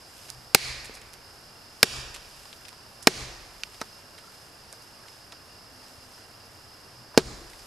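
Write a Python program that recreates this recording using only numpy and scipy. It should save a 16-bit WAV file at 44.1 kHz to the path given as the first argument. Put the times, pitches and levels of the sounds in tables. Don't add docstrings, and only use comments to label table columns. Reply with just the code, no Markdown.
import sys
import numpy as np
from scipy import signal
from scipy.fft import rfft, irfft
from scipy.io import wavfile
from scipy.ndimage import map_coordinates

SR = 44100
rng = np.random.default_rng(int(sys.argv[2]) if len(sys.argv) > 2 else 0)


def attenuation_scalar(level_db):
    decades = np.asarray(level_db, float) / 20
    return 10 ** decades


def materialize(psi):
    bounded = np.clip(np.atleast_2d(psi).T, -1, 1)
    quanta = np.round(bounded * 32767).astype(np.int16)
    wavfile.write(sys.argv[1], SR, quanta)


N = 337806

# (time [s], thud drive [dB],
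# tearing drive [dB], cut depth [0-1], notch spacing [Hz], ground bounce [0-1, capped at 0.95 in use])
BLOWS = [(0.5466, -17, -0.5, 0.07, 2940, 0.3), (0.895, -35, -53, 0.95, 3000, .2),
         (1.8292, -12, -0.5, 0.35, 2090, 1), (3.071, -7, 0.5, 0.54, 3740, 0.05),
         (3.8138, -28.5, -21.5, .95, 3000, .2), (7.1754, -1.5, -3, 0.98, 3070, 0.4)]
# (frequency [Hz], relative level [dB], t60 [s])
LOG_MODES = [(154, -26.5, 0.14), (256, -2, 0.022), (373, -14, 0.077), (440, -7.5, 0.042), (650, 0.5, 0.007),
             (794, -3, 0.022), (1106, 2, 0.006), (1652, -2.5, 0.015), (1902, -6.5, 0.028),
             (2222, 5, 0.0058), (2660, 5, 0.002), (3620, -8, 0.013), (4156, 3, 0.0033), (5210, 9, 0.0048),
             (5710, 8.5, 0.0015), (8510, 8.5, 0.0024), (9350, 9.5, 0.00495), (11340, 17, 0.00076),
             (11520, 14, 0.0026)]
GROUP_TOPS_HZ = [600, 1400, 3300, 6500]
# (knock [dB], clack [dB], crack [dB], sizzle [dB])
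SHALLOW_DRIVE_DB = (-7.5, -4.5, -4.5, -6.5)
DEEP_DRIVE_DB = (-9.5, -10, -6, -20.5)
# (frequency [Hz], shallow cut [dB], deep cut [dB])
SENT_COLOUR = [(320, 20.5, 33.5), (844, 17, 17.5), (1390, 13.5, 12), (2330, 27.5, 10), (3420, 18.5, 10.5),
               (4630, 22.5, 10), (6600, 20, 16.5), (10900, 24.5, 14.5)]
# (time [s], level [dB], brightness [0 low, 1 middle, 2 high], scratch [dB], left-right [dB])
SNAPS = [(0.286, -36, 0.73, 3, 1), (0.291, -34, 1.4, 5, -15), (0.302, -19.5, 1.86, -14, -11),
         (0.845, -28.5, 1.44, 2, -4), (0.856, -26, 1.58, -3, -1.5), (0.940, -31, 1.8, 12, -1.5),
         (0.972, -31.5, 1.53, -2, -2.5), (1.016, -30.5, 1.48, -7.5, -1.5), (1.134, -30, 1.87, -13, -4),
         (1.139, -27, 1.6, -11, -9), (2.143, -25, 1.5, 9, -5), (2.155, -30, 1.1, -12, -2.5),
         (2.1613, -24.5, 0.8, -6, 1), (2.455, -34, 0.46, 1.5, -1.5), (2.529, -30, 1, -3, 7),
         (2.651, -40, 1, 1.5, 17), (2.683, -29.5, 1.45, 3.5, -9), (2.729, -30, .5, -18, 5),
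         (3.024, -31.5, 1.76, 18, -11), (3.63, -47, 1.2, -11, -5), (3.635, -15.5, 1.16, -30, -6),
         (3.744, -34, 1.4, 0, -1), (3.803, -36, 0.93, -15, 0), (3.809, -34, 1.4, -3, -4),
         (3.815, -23, 0.15, -1, -3), (4.18, -32.5, 1.14, 15, -4), (4.727, -24.5, 1.97, -7.5, -5),
         (4.729, -39, 0.13, -10, -2.5), (4.82, -38.5, 1.9, 15, -1.5), (5.076, -33, 1.3, 13, -4),
         (5.319, -29.5, 1.2, 14, -3), (5.326, -40, .1, -3, -2.5), (7.143, -34, 0.28, 10, -1),
         (7.192, -21, 0.57, 3.5, -1.5), (7.497, -35, 1.5, 4, -2.5), (7.533, -33.5, 1.36, 1, -1.5),
         (7.593, -35, 1.6, -6, -2.5)]
# (low edge [Hz], high edge [Hz], t60 [s])
SNAP_BANDS = [(600, 1680, 0.033), (1410, 5400, 0.013), (3860, 10200, 0.0053)]
# (time after source [s], relative level [dB])
SCATTER = [(.005, -29), (.02, -42), (.06, -41), (.1, -39), (.135, -38), (.2, -41.5), (.35, -48.5),
           (.6, -60), (.9, -76)]
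# (frequency [Hz], relative level [dB], extra level change [dB/s])
TRUNK_COLOUR = [(193, -1.5, -31), (1530, 7.5, 2), (4320, 10.5, -15.5), (9000, 0, -45), (13400, -11, -60)]
# (frequency [Hz], relative level [dB], t60 [s])
STAND_MODES = [(31.5, -4.5, 2), (46, -5, 2.1), (56.7, 1, 0.88), (72.7, -2, 0.42), (124.7, 1.5, 0.49)]
# (crest time [s], low modes drive [dB], top mode drive [dB])
SHAKES = [(.385, -60, -51.5), (0.706, -47.5, -47), (1.9887, -47, -45.5), (3.228, -46.5, -44.5),
          (7.009, -80, -57), (7.273, -46, -46)]
# (frequency [Hz], relative power density [dB])
HUSH = [(20, -6), (46, -1), (100, 5.5), (180, -1.5), (370, -1.5), (700, -1), (1000, -2), (1700, -4),
        (2100, -9.5), (3500, -14), (6000, -20), (12500, -17)]
# (time [s], relative level [dB])
RUSTLE = [(0, -56), (.4, -57), (1.2, -60.5), (1.6, -58.5), (2.5, -56), (3, -59.5), (3.7, -57.5), (4.3, -60),
          (5.1, -58.5), (5.6, -62), (5.9, -57), (6.3, -60.5), (7.1, -62), (7.66, -55)]
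# (frequency [Hz], left-right likeness [0-1])
LIKENESS = [(60, 0.98), (150, 0.85), (360, 0.75), (880, 0.82), (2150, 0.44), (5250, 0.77), (12800, 0.59)]
# (frequency [Hz], left-right [dB])
LEAN = [(60, 3.5), (230, 2), (880, -2.5), (3360, -2.5), (12800, -0.5)]
# (frequency [Hz], width of first filter [Hz], mean level [dB])
CHORUS = [(4940, 970, -55.5), (5130, 230, -64)]
# (centre time [s], frequency [Hz], peak level [dB])
PIPS = [(4.245, 1340, -49), (4.28, 1365, -47.5), (5.04, 1650, -50)]


def rms_one(x):
    return x / np.sqrt(np.mean(x ** 2) + 1e-20)


def at_hz(points, hz, axis=1):
    points = np.array(points)
    return np.interp(np.log(hz + 1), np.log(points[:, 0]), points[:, axis])


def sides(lean_db):
    return attenuation_scalar(np.array([lean_db / 2, -lean_db / 2]))


def drift(rate_hz):
    knots = rng.standard_normal(int(N / SR * rate_hz) + 3)
    return map_coordinates(knots, [np.arange(N) * rate_hz / SR], order=3)


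def by_depth(shallow, deep, depth):
    return np.add(shallow, depth * np.subtract(deep, shallow))


def ring(force, hz, t60_s):
    r = attenuation_scalar(-60 / (t60_s * SR))
    w = 2 * np.pi * hz / SR
    return signal.lfilter([0, np.sin(w)], [1, -2 * r * np.cos(w), r * r], force + 1e-18)


def resonance(x, hz, width_hz):
    r = np.exp(-np.pi * width_hz / SR)
    poles = [1, -2 * r * np.cos(2 * np.pi * hz / SR), r * r]
    return signal.lfilter([1, 0, -1], poles, x) * (1 - r * r) / 2


def diffuse(size, colour):
    hz = np.fft.rfftfreq(size, 1 / SR)
    mid, side = rfft(rng.standard_normal((2, size)))
    alike = np.clip(at_hz(LIKENESS, hz), 0, 1)
    both = np.sqrt(1 + alike) * mid + np.sqrt(1 - alike) * side * [[1], [-1]]
    return irfft(both * colour(hz) * sides(at_hz(LEAN, hz)), size) / np.sqrt(2)


def place(out, sound, time_s):
    at = int(time_s * SR)
    laid = np.zeros_like(out)
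    laid[:, at:at + sound.shape[-1]] = sound[..., :N - at]
    return out + laid


def hush():
    noise = diffuse(size=N, colour=lambda hz: attenuation_scalar(at_hz(HUSH, hz)))
    return attenuation_scalar(-52 + 0.21 * drift(1.35)) * rms_one(noise)


def rustle():
    time_s, level_db = np.transpose(RUSTLE)
    sizes = attenuation_scalar(3.5 * np.minimum(rng.exponential(1, N), 5))
    grains_per_s = 1500 * attenuation_scalar(5 * drift(6))
    grains = sizes * (rng.random(N) < grains_per_s / SR)
    gate = 0.69 + 0.35 * rms_one(signal.lfilter([1], [1, -.97], grains))
    hiss = diffuse(size=N, colour=lambda hz: hz / np.hypot(hz, 1800) / np.hypot(hz, 9000))
    return attenuation_scalar(np.interp(np.arange(N) / SR, time_s, level_db) + 2.5) * rms_one(gate * hiss)


def insects():
    cricket_hz, cricket_width_hz, cricket_db, pulses_hz = 2780, 60, -65.5, 32.5
    scrape = diffuse(size=N, colour=np.ones_like)
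    out = 0
    for hz, width_hz, level_db in CHORUS:
        buzz = resonance(resonance(scrape, hz, width_hz), hz, 0.76 * width_hz)
        out = out + attenuation_scalar(level_db + 1.1 * drift(21)) * rms_one(buzz)
    pulse_phase = 2 * np.pi * np.cumsum(pulses_hz + 0.44 * drift(2)) / SR
    pulses = 0.5 + np.maximum(np.sin(pulse_phase), 0)
    trill = pulses * resonance(rng.standard_normal((2, N)), cricket_hz, cricket_width_hz)
    return out + attenuation_scalar(cricket_db + 0.8 * drift(5)) * rms_one(trill)


def trunks():
    t = np.arange(SR) / SR
    out = 0
    for k, (_, level_db, change_db_per_s) in enumerate(TRUNK_COLOUR):
        share = [(row[0], float(j == k)) for j, row in enumerate(TRUNK_COLOUR)]
        band = diffuse(size=SR, colour=lambda hz: at_hz(share, hz))
        out = out + attenuation_scalar(level_db + change_db_per_s * t) * band
    time_s, level_db = np.transpose(SCATTER)
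    return out * attenuation_scalar(np.interp(t, time_s, level_db) - 17.5) * (t > time_s[0]) * (t < time_s[-1])


def crumbs(count):
    level_db, spread_db = -46, 5
    when, size, bright, scratch, lean = rng.random((count, 5)).T
    levels_db = level_db + spread_db * (2 * size - 1)
    return list(zip(when * N / SR, levels_db, 2 * bright, 12 * scratch - 9, 6 * lean - 5))


def snaps(forest):
    break_db, scratch_rise_s, scratch_t60_s, landings_per_s = 12, 0.0029, 0.07, 400
    fall_db = 19
    t = np.arange(SR // 12) / SR
    rows = SNAPS + crumbs(count=14)
    filters = [signal.butter(2, [low, high], "band", fs=SR, output="sos") for low, high, _ in SNAP_BANDS]
    grains = rng.standard_normal((len(rows), len(t)))
    grains[:, 0] = attenuation_scalar(break_db)
    landing = rng.random((len(rows), len(t))) < landings_per_s / SR
    scratch_fade = np.minimum(t / scratch_rise_s, 1) * attenuation_scalar(-60 * t / scratch_t60_s)
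    scratches = scratch_fade * (.3 + signal.lfilter([1], [1, -.96], landing))
    out = np.zeros((2, N))
    for row, grain, scratch in zip(rows, grains, scratches):
        time_s, level_db, bright, scratch_db, lean_db = row
        snap = 0
        for k, (sos, (_, _, t60_s)) in enumerate(zip(filters, SNAP_BANDS)):
            envelope = attenuation_scalar(-60 * t / t60_s) + attenuation_scalar(scratch_db) * scratch
            part = signal.sosfilt(sos, grain * envelope)
            snap = snap + attenuation_scalar(level_db - fall_db * (k - bright) ** 2) * part / abs(part).max()
        out = place(out, snap * sides(lean_db)[:, None], time_s)
    return out + attenuation_scalar(-11) * signal.oaconvolve(forest, out[:1], axes=1)[:, :N]


def stand():
    rise_s = 0.078
    out = np.zeros(N)
    for crest_s, low_db, top_db in SHAKES:
        t = np.arange(N) / SR - crest_s
        swell = np.exp(-(np.minimum(t, 0) / rise_s) ** 2)
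        for hz, mode_db, t60_s in STAND_MODES:
            drive_db = low_db if hz < 100 else top_db
            level_db = mode_db + drive_db - 60 * np.maximum(t, 0) / t60_s
            out -= attenuation_scalar(level_db) * swell * np.cos(2 * np.pi * hz * t)
    return out * sides(2.8)[:, None]


def chop(bite_ms, stop_ms, splinters_db, strengths_db):
    mode_spread_db = 3
    low_cut_hz = 156
    t = np.arange(SR // 5) / SR
    biting = np.where(t < bite_ms / 1000, 1, attenuation_scalar(splinters_db - 1870 * t))
    mid, side = biting * rng.standard_normal((2, len(t)))
    tearing = mid + 0.1 * side * [[1], [-1]]
    turn = np.clip((t - stop_ms / 1000) / .0005, 0, 1)
    push = np.sin(2 * np.pi * turn)
    out = 0
    for k, (hz, level_db, t60_s) in enumerate(LOG_MODES):
        group = np.searchsorted(GROUP_TOPS_HZ, hz)
        sign = (-1) ** k
        rung = ring(sign * tearing if group else push, hz, t60_s)
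        lean_db = at_hz(LEAN, hz) + sign * mode_spread_db * (group == 0)
        gain = attenuation_scalar(level_db + strengths_db[group])
        out = out + gain * rung / abs(rung).max() * sides(lean_db)[:, None]
    return signal.sosfilt(signal.butter(2, low_cut_hz, "high", fs=SR, output="sos"), out)


def blows(forest):
    bite_ms, stop_ms, splinters_db = (3.0, 1.7), (1.39, 0.41), (-21, -5)
    out = np.zeros((2, N))
    hz = np.fft.rfftfreq(SR, 1 / SR)
    forest_spectrum = rfft(forest)
    for time_s, thud_db, tear_db, depth, notch_hz, bounce in BLOWS:
        stroke = [by_depth(*pair, depth) for pair in (bite_ms, stop_ms, splinters_db)]
        strengths_db = [thud_db, *(tear_db + by_depth(SHALLOW_DRIVE_DB, DEEP_DRIVE_DB, depth))]
        out = place(out, chop(*stroke, strengths_db), time_s)
        sent_db = tear_db + by_depth(at_hz(SENT_COLOUR, hz), at_hz(SENT_COLOUR, hz, axis=2), depth)
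        delay = np.exp(-2j * np.pi * hz / notch_hz)
        back = np.clip(bounce, 0, .95) * delay * (hz > notch_hz / 2)
        colour = attenuation_scalar(sent_db) * (1 - back) / (1 - back / 2)
        out = place(out, irfft(forest_spectrum * colour, SR), time_s)
    return out


def pips():
    half_width_s = 0.0066
    t = np.arange(N) / SR
    out = 0
    for time_s, hz, level_db in PIPS:
        swell = np.exp(-((t - time_s) / half_width_s) ** 2)
        out = out + attenuation_scalar(level_db) * swell * np.sin(2 * np.pi * hz * t)
    return out


def fly():
    from_s, to_s, fade_s, wingbeat_hz, level_db = 5.68, 6.15, 0.067, 255.5, -64.5
    t = np.arange(N) / SR
    fade = np.clip(np.minimum(t - from_s, to_s - t) / fade_s, 0, 1)
    phase = 2 * np.pi * np.cumsum(wingbeat_hz + drift(4)) / SR
    return fade * attenuation_scalar(level_db) * np.sqrt(2) * np.sin(phase)


def scene():
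    forest = trunks()
    steady = hush() + rustle() + insects()
    return steady + snaps(forest) + stand() + blows(forest) + pips() + fly()


def band_limit(x):
    return signal.sosfilt(signal.butter(12, 13450, fs=SR, output="sos"), x)


def record(dry):
    cutoff_hz, lurch_shed = 13550, 0.25
    clipped = 0.95 * np.tanh(dry / 0.97)
    lurch = signal.sosfilt(signal.butter(1, 300, fs=SR, output="sos"), clipped - dry)
    top_cut = signal.cheby2(14, 50, cutoff_hz, fs=SR, output="sos")
    cut = signal.sosfilt(top_cut, clipped - lurch_shed * lurch)
    loud_peaks = clipped * (abs(dry) > .2)
    return band_limit(np.clip(cut + attenuation_scalar(-9.5) * loud_peaks, -1, 1))


dry = scene()
out = record(dry)
materialize(out)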